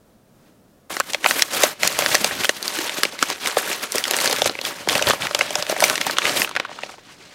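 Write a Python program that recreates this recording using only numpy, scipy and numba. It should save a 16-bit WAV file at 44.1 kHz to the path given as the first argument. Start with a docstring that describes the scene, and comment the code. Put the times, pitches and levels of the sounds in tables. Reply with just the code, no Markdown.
"""Hands unwrap a ceramic cup from thin tissue paper on a carpet.
A sleeve brushes over a quiet room's hum, then the paper is touched: creases buckle in short snaps
(noise bursts into damped modes) over dense crackle (small random snaps) and sliding hiss (noise bands).
The cup's air, a swept band-pass, rings along and a short echo follows; the loudest snaps clip.
At the end the sheet is pulled away and its rustle dulls and fades."""
import sys
import numpy as np
from scipy import signal
from scipy.fft import rfft, irfft
from scipy.io import wavfile
from scipy.ndimage import uniform_filter1d
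from numba import njit

SR = 44100
rng = np.random.default_rng(int(sys.argv[2]) if len(sys.argv) > 2 else 0)


def store_wav(level_fs):
    """Save 16-bit WAV to argv[1]."""
    pcm = np.round(np.clip(np.atleast_2d(level_fs), -1, 1) * 32767)
    wavfile.write(sys.argv[1], SR, pcm.T.astype(np.int16))


N = 323694

# Air in the cup, deeper while paper plugs its mouth.
# Each row: time in seconds, pitch in Hz, ring level in dB re the paper.
CUP_AIR = [(.9, 540, -22), (1.9, 610, 2.5), (2.4, 600, -17), (2.6, 346, -28), (2.8, 320, 2),
           (3.0, 437, -24), (3.95, 435, -8), (4.15, 518, -1.5), (5.3, 577, -1.5), (5.75, 610, 7.5),
           (6.3, 610, -8)]


def undb(db):
    """Amplitude ratio of a level in dB."""
    return 10 ** (np.asarray(db) / 20)


def level(x, db):
    """Scale to an RMS level in dB."""
    return x * undb(db) / np.sqrt(np.mean(x ** 2))


def shape_db(table, hz):
    """Read a spectrum on a log-frequency axis."""
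    table_hz, table_db = np.transpose(table)
    return np.interp(np.log(hz), np.log(table_hz), table_db)


def noise():
    """White noise for the whole scene."""
    return rng.standard_normal(N)


def walk(rate_hz):
    """Random levels held 1 / rate_hz seconds and slewed twice; spread near 1."""
    hold = int(SR / rate_hz)
    steps = np.repeat(rng.standard_normal(N // hold + 1), hold)
    slewed = uniform_filter1d(uniform_filter1d(steps, hold), hold)
    return 3.1 * slewed[:N]


@njit
def svf(x, hz, width_hz):
    """State-variable band-pass, gain 1 at the centre; hz holds one value or one for each sample."""
    y = np.empty(len(x))
    band, low, g, damping = 0., 0., 0., 0.
    for i in range(len(x)):
        if i < len(hz):
            g, damping = np.tan(np.pi * hz[i] / SR), width_hz / hz[i]
        v = (band + g * (x[i] - low)) / (1 + g * (g + damping))
        band, low = 2 * v - band, low + 2 * g * v
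        y[i] = damping * v
    return y


@njit
def ring(start_s, hz, width_hz, tau_s, peak, hiss):
    """Each grain: a noise burst that swells and dies shakes a damped panel mode; scaled to its peak."""
    out, grain = np.zeros(len(hiss)), np.zeros(4096)
    for e in range(len(start_s)):
        i0, tau = int(start_s[e] * SR), tau_s[e] * SR
        n = min(4096, int(6 * tau + 2 * SR / width_hz[e]), len(out) - i0)
        g, damping = np.tan(np.pi * hz[e] / SR), width_hz[e] / hz[e]
        band1, low1, band2, low2, top = 0., 0., 0., 0., 1e-12
        for i in range(n):
            u = i / tau
            burst = hiss[i0 + i] * u * np.exp(-u * u / 2)
            # two band-pass stages in series
            v = (band1 + g * (burst - low1)) / (1 + g * (g + damping))
            band1, low1 = 2 * v - band1, low1 + 2 * g * v
            w = (band2 + g * (v - low2)) / (1 + g * (g + damping))
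            band2, low2 = 2 * w - band2, low2 + 2 * g * w
            grain[i] = w
            top = max(top, abs(w))
        for i in range(n):
            out[i0 + i] += peak[e] / top * grain[i]
    return out


def snaps():
    """A buckling crease: the panel rings, a quick crack on top, a slower thump of the fold."""
    # Each row: time in seconds, level in dB, panel pitch in Hz, thump and crack in dB re the level;
    # levels are before the trims below.
    creases = [(0.903, -21.5, 1310, -3.5, -21), (0.967, -7.5, 1640, -13, -10), (1.0, -3, 1130, -15, -0.5),
               (1.005, 0.5, 1560, -23, -36), (1.133, -6.5, 2830, -20, -8), (1.145, -2, 2000, -17, -20),
               (1.243, -1, 2020, -23, -18), (1.25, -10.5, 1080, -7.5, -37), (1.26, 5, 1870, -13, -60),
               (1.308, 2, 1760, -29, -24), (1.393, -3, 2430, -32, -38), (1.408, -11, 2540, -22, -26),
               (1.421, 8.5, 5200, -30, -19), (1.622, -1, 5060, -40, -20), (1.634, 1.5, 1100, -6, 0.5),
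               (1.832, 1.5, 1750, -16, -14), (1.875, -0.5, 5100, -32, 4), (1.926, -14.5, 8000, -22, 1),
               (1.989, -3, 3150, -12, 4), (2.021, -5, 2000, -14, -22), (2.061, 3.5, 2420, -19.5, -14.5),
               (2.118, -18, 1310, -29, -26), (2.145, 0, 5530, -11.5, -14), (2.151, 2.5, 1950, -35, -3),
               (2.244, 2.5, 3500, -15, -6), (2.31, -7.5, 1760, -16.5, -28), (2.435, -4, 2600, -34, -27),
               (2.444, -0.5, 1890, -21, -18), (2.452, -3.5, 2870, -23, -18), (2.492, 1.5, 1690, -15.5, -12),
               (2.627, -13, 4700, -27, 0), (2.679, -5, 5140, -30, -9), (2.762, -9, 2880, -37, -22),
               (2.787, -9.5, 1920, -17, -8), (2.894, -4, 2800, -40, -32), (2.984, -23.5, 1100, 3, -20),
               (3.033, 2.5, 1630, -20, -4), (3.051, -2, 2380, -19, -19), (3.189, -15, 2310, -25, -10),
               (3.226, 2.5, 1180, -20, -8.5), (3.3, -8, 910, -14, -3), (3.31, -15, 1890, -7, -6),
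               (3.358, -17, 1650, -18, -15), (3.459, -4.5, 2120, -37, -15), (3.472, -5, 1490, -42, 1.5),
               (3.568, -0.5, 730, -13.5, -30), (3.714, -9, 2020, -33, -27), (3.729, -7, 2080, -26, -9),
               (3.921, -10.5, 6840, -32, 9), (3.946, -16, 5100, -2, -20), (3.956, -12, 5950, -6, 9),
               (3.982, -4, 1860, -26, 2), (4.039, -4.5, 3300, -37, -6), (4.053, -5, 1800, -37, -21),
               (4.079, -10.5, 1300, -20, -1), (4.11, -2.5, 2510, -18, 3), (4.135, -5, 1380, -20, -11),
               (4.141, -3.5, 1770, -17, -20), (4.166, -10.5, 1860, -33, 12), (4.187, -6.5, 2220, -18, -7),
               (4.202, -8, 3850, -26, -7), (4.212, -8, 1840, -26, -2), (4.244, -5.5, 4620, -10, 0),
               (4.257, -2, 1680, -34, -8), (4.275, 0.5, 4180, -30, -35), (4.297, -13, 1000, -10, 1),
               (4.311, -7.5, 4060, -20, -3), (4.327, -5, 2100, -13, -1), (4.362, -10, 2800, -25, -1),
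               (4.385, -13, 3000, -10, 0), (4.418, 0, 4100, -11.5, -11.5), (4.443, -7, 6160, -35, -30),
               (4.458, -5, 4720, -9, -9), (4.474, -11, 4360, -25, -11), (4.495, -5.5, 3750, -13, -32),
               (4.552, -12, 2000, -13.5, -46), (4.588, -9.5, 2270, -16.5, -32),
               (4.613, -11.5, 3420, -16, -8), (4.65, -7.5, 3060, -36, -5.5), (4.873, -11.5, 880, -4.5, -25),
               (4.887, -1.5, 2150, -21, -3), (4.895, -3, 3120, -23, -11), (4.928, -8, 4000, -22, -5),
               (4.952, -0.5, 2220, -22, -13), (4.979, -6, 4380, -17, 0), (4.993, -7, 1250, -30, -22),
               (5.013, -18, 910, -1, -2), (5.023, -4, 2870, -15, -5), (5.07, -3, 3130, -14, -11),
               (5.086, -8, 6000, -11, -1), (5.098, -3, 5700, -10.5, -17), (5.106, 4, 1460, -27, -37),
               (5.134, -6.5, 1250, -13, -40), (5.22, -7, 3060, -41, -23), (5.251, -12, 930, -26, -27),
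               (5.268, -7, 1670, -29, -15), (5.31, -10.5, 1070, -13, -24), (5.347, 0, 2360, -15, -5.5),
               (5.39, -9.5, 1700, -14, 1.5), (5.409, 2.5, 1850, -24, -29), (5.416, -9, 2910, -13, -18),
               (5.506, -10.5, 2900, -14, 0), (5.554, 0, 5340, -18.5, -26), (5.624, -7.5, 4900, -15.5, -9),
               (5.666, -11, 2230, -32, -14), (5.696, -8, 4980, -10.5, -5), (5.724, -13.5, 1570, -0.5, -29),
               (5.763, -10.5, 1990, -13.5, -33), (5.804, 0, 2280, -23, -2), (5.822, -5.5, 900, -7, -16),
               (5.839, 6, 2210, -23.5, -4.5), (5.898, -0.5, 2080, -17, -1), (5.955, -5, 2140, -36, -6),
               (5.978, -3, 2140, -21, -26), (6.012, -1.5, 2100, -27, -13), (6.066, -10.5, 930, -9, 8),
               (6.096, -2, 1370, -21, -43), (6.11, -8.5, 3660, -26, -1), (6.168, -7, 2760, -18, -41),
               (6.184, 4.5, 1280, -21, -15.5), (6.218, -5, 1890, -34, -32), (6.253, 0.5, 1650, -37, -26),
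               (6.266, -6, 2500, -32, -18), (6.294, -3, 3470, -23, -39), (6.418, 1.5, 2350, -20, -15),
               (6.446, -2, 2450, -20.5, -45), (6.474, -14, 1500, -25, -26), (6.492, -13.5, 1470, -18, -10),
               (6.511, -15.5, 980, -25, -25), (6.552, -8.5, 1480, -20, -26), (6.563, -1, 1700, -24, -25),
               (6.569, -4, 1780, -15.5, -32), (6.598, -3, 2080, -12.5, -28), (6.649, -9, 1290, -24, -41),
               (6.692, -35, 980, 5, -12), (6.713, -28, 1110, -3, -35), (6.787, -17, 1080, -27, -28),
               (6.833, -8, 2430, -16, -69), (6.892, -21, 1200, -14, -34), (6.939, -27, 1200, -7.5, -32),
               (6.981, -28, 1070, -9, -40)]
    s, db, hz, thump_db, crack_db = np.transpose(creases)
    s = s + 0.0001  # the crease bends briefly before it gives
    one = np.ones(len(s))
    # a small, high panel gives way faster
    tau_s = 0.0012 * (0.66 + 0.91 * rng.random(len(s))) * (2000 / hz) ** 0.26
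    panel = ring(s, hz, 0.6 * hz, tau_s, undb(db - 5.5), noise())
    # a sharper crease sounds brighter throughout
    body_hz = 3600 * undb(0.22 * (crack_db + 12.0))
    body = ring(s, body_hz, 1.37 * body_hz, tau_s, undb(db + 0.27 * crack_db - 2.0), noise())
    crack = ring(s, 9500 * one, 11000 * one, 0.18 * tau_s, undb(db + crack_db - 5), noise())
    # the fold thumps on the air in the cup
    cup_s, cup_hz, _ = np.transpose(CUP_AIR)
    fold_hz = 1.072 * np.interp(s, cup_s, cup_hz)
    thump = ring(s, fold_hz, 1.2 * fold_hz, 1.44 * tau_s, undb(db + thump_db + 3.5), noise())
    return panel + body + crack + thump


def handling(t, hz):
    """Paper level in dB at a time and pitch: effort of the moves, spectrum, treble tilt, bass flap."""
    # Pulls and squeezes. Each row: peak time in seconds, length in seconds, effort in dB.
    pulls = [(0.913, 0.13, -30.5), (1.102, 0.089, -33.5), (1.288, 0.074, -24.5), (1.38, 0.11, -27),
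             (1.547, 0.062, -24), (1.631, 0.082, -21.5), (1.849, 0.051, -22), (1.907, 0.033, -28.5),
             (2.012, 0.16, -25), (2.13, 0.095, -22), (2.256, 0.13, -27.5), (2.408, 0.14, -29),
             (2.447, 0.018, -22), (2.567, 0.044, -35), (2.675, 0.1, -29.5), (2.828, 0.25, -26.5),
             (2.98, 0.025, -25.5), (3.04, 0.049, -27), (3.136, 0.039, -30.5), (3.226, 0.048, -27.5),
             (3.284, 0.087, -28), (3.473, 0.11, -25.5), (3.588, 0.036, -24), (3.681, 0.21, -27),
             (3.835, 0.022, -23), (3.956, 0.06, -24), (4.234, 0.27, -22.5), (4.466, 0.018, -18.5),
             (4.67, 0.082, -28), (4.782, 0.12, -35), (4.914, 0.047, -21.5), (4.964, 0.071, -24),
             (5.086, 0.069, -19), (5.238, 0.07, -24.5), (5.42, 0.28, -29.5), (5.58, 0.066, -27),
             (5.711, 0.048, -27), (5.858, 0.15, -22.5), (6.075, 0.12, -28), (6.274, 0.18, -23.5),
             (6.365, 0.049, -25), (6.405, 0.061, -25), (6.59, 0.16, -36.5), (6.716, 0.34, -41.5),
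             (6.842, 0.1, -37.5), (6.906, 0.039, -40), (7.113, 0.11, -43), (7.251, 0.066, -43),
             (7.34, 0.073, -42.5)]
    # Rustle colour. Each row: time in seconds, treble tilt above the knee in dB per octave before
    # the effort's share, bass lift from the flapping sheet in dB per octave.
    colour = [(.9, 0, 9), (1.4, 1, -6), (1.8, -1, 5.5), (2.4, -0.5, 10.5), (2.8, -1, -31), (3.1, -3, 5),
              (3.5, -1.5, -47), (4.1, -0.5, -18), (4.45, -2.5, 12.5), (4.7, -1.5, 5), (5.1, -3, 15),
              (5.5, -4, 6), (5.85, 0.5, 5.5), (6.25, -5.5, 3), (6.44, 2, 9), (6.56, -15, 7), (6.72, -42, 6),
              (6.9, -13, 3), (7.0, -33, 10), (7.12, -13, 9), (7.34, -21, 9)]
    # Paper spectrum. Each row: frequency in Hz, relative density in dB per Hz.
    paper_spectrum = [(35, -49), (60, -28.5), (227, -3), (320, 2.5), (408, -2.5), (553, -4), (1470, -2.5),
                      (1950, -1), (8320, -8), (13300, -10.5), (16000, -26)]
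    rise_db, fall_db = 16.5, 12.5  # lost one length before and after the peak
    roundness = 1.35  # 1 = pointed peak, 2 = rounded top with steep flanks
    rest_db = -62  # the sheet settling between moves
    touch_s, away_s = .897, 6.7  # first touch; sheet pulled away
    knee_hz, away_knee_hz = 3370, 5560  # off to the side the tilt starts higher
    bright_per_db = 0.1235  # treble tilt, dB per octave for each dB of effort
    flap_hz = 287

    grid_s = np.arange(0, N / SR, .002)
    peak_s, length_s, peak_db = np.transpose(pulls)[:, :, None]
    late = (grid_s - peak_s) / length_s
    loss_db = np.where(late < 0, rise_db, fall_db) * np.abs(late) ** roundness
    power = np.sum(undb(peak_db - loss_db) ** 2, axis=0) + undb(rest_db) ** 2
    effort_db = np.interp(t, grid_s, 10 * np.log10(power))
    untouched_db = np.where(t < touch_s, -80, 0)

    colour_s, tilts, flaps = np.transpose(colour)
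    tilt = np.interp(t, colour_s, tilts) + bright_per_db * (effort_db + 30)
    knee = np.where(t < away_s, knee_hz, away_knee_hz)
    treble_db = tilt * np.maximum(np.log2(hz / knee), 0)
    bass_db = np.interp(t, colour_s, flaps) * np.clip(np.log2(flap_hz / hz), 0, 1.4)
    return effort_db + untouched_db + shape_db(paper_spectrum, hz) + treble_db + bass_db


def crackle(count, low_hz, size_db, tau_ms, db):
    """Small creases give way at random, each on its own pitch; a few are much louder."""
    u_time, u_pitch, u_size, u_tau = rng.random((count, 4)).T
    t = .9 + u_time * (N / SR - .91)
    hz = low_hz * (14000 / low_hz) ** u_pitch
    # gentle moves hiss more than they crackle
    gentle_db = 0.23 * (handling(t, 2400.0) + 27)
    # sizes in dB fall off exponentially, up to a largest crease
    crease_db = -size_db * np.log(1 - .985 * u_size)
    peak_db = handling(t, hz) + gentle_db + 10 * np.log10(hz / 1500) + crease_db + db
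    tau_s = tau_ms / 1000 * (0.22 + 2.0 * u_tau)
    return ring(t, hz, 0.64 * hz, tau_s, undb(peak_db), noise())


def sliding():
    """Sheets rubbing: half-octave bands that catch and slip together and flicker alone."""
    out, t = 0, np.arange(N) / SR
    slip_db = 0.55 * walk(30) + 1.1 * walk(150)
    for hz in 50 * 2 ** np.arange(0, 8.4, .5):
        centre_hz, width_hz = np.array([hz]), hz / 1.14
        band = svf(svf(noise(), centre_hz, width_hz), centre_hz, width_hz)
        flicker_db = 1.08 * walk(60)
        out = out + undb(handling(t, hz) + slip_db + flicker_db + 3.5) * band
    return out


def cup_ring(paper):
    """The air in the cup resonates with every move of the paper over its mouth."""
    t = np.arange(N) / SR
    cup_s, pitch_hz, ring_db = np.transpose(CUP_AIR)
    air = svf(paper, np.interp(t, cup_s, pitch_hz), 110.)  # 110 Hz wide
    return undb(np.interp(t, cup_s, ring_db)) * air


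def echo(paper):
    """Short reflections: a decaying noise tail of set energy, silent for its first 4 ms."""
    echo_db, t60_s = -13.5, 0.023
    t = np.arange(int(.25 * SR)) / SR
    tail = rng.standard_normal(len(t)) * 1000 ** (-t / t60_s) * (t > .004)
    tail = tail / np.sqrt(np.sum(tail ** 2))
    return undb(echo_db) * signal.fftconvolve(paper, tail)[:N]


def room():
    """Nearly steady shaped-noise hum and hiss, and a sleeve's faint brush before the hands arrive."""
    # Room spectrum. Each row: frequency in Hz, relative density in dB per Hz.
    room_spectrum = [(18, -21), (30, -12), (70, -12.5), (86, -8.5), (227, -5), (384, -11), (616, -12),
                     (900, -21), (1300, -21.5), (2200, -30), (16000, -35)]
    hum_db = -54.5
    sleeve_s, sleeve_db, rise_db_s, fall_db_s = .48, -59.5, 130, 300
    hz = np.maximum(np.fft.rfftfreq(N, 1 / SR), 1)
    shaped = irfft(rfft(noise()) * undb(shape_db(room_spectrum, hz)), N)
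    hum = level(shaped, hum_db) * undb(0.23 * walk(13))
    cloth = level(svf(noise(), np.array([1500.]), 2600.0), 0)
    late_s = np.arange(N) / SR - sleeve_s
    brush_db = sleeve_db + rise_db_s * np.minimum(late_s, 0) - fall_db_s * np.maximum(late_s, 0)
    return hum + cloth * undb(brush_db)


def scene():
    """Paper with the cup's ring, its echo and the room, as one channel."""
    paper = snaps() + sliding()
    paper = paper + crackle(count=9000, low_hz=464.0, size_db=3.5, tau_ms=0.51, db=-3.0)
    paper = paper + crackle(count=450, low_hz=1020.0, size_db=3.0, tau_ms=0.74, db=3.5)
    paper = paper + cup_ring(paper)
    return (paper + echo(paper) + room())[None]


def record(dry):
    """The loudest snaps clip; then the top is cut above 15.8 kHz."""
    low_pass = signal.ellip(8, .2, 60, 15800, fs=SR, output="sos")
    return signal.sosfilt(low_pass, np.clip(dry, -1, 1))


dry = scene()
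out = record(dry)
store_wav(out)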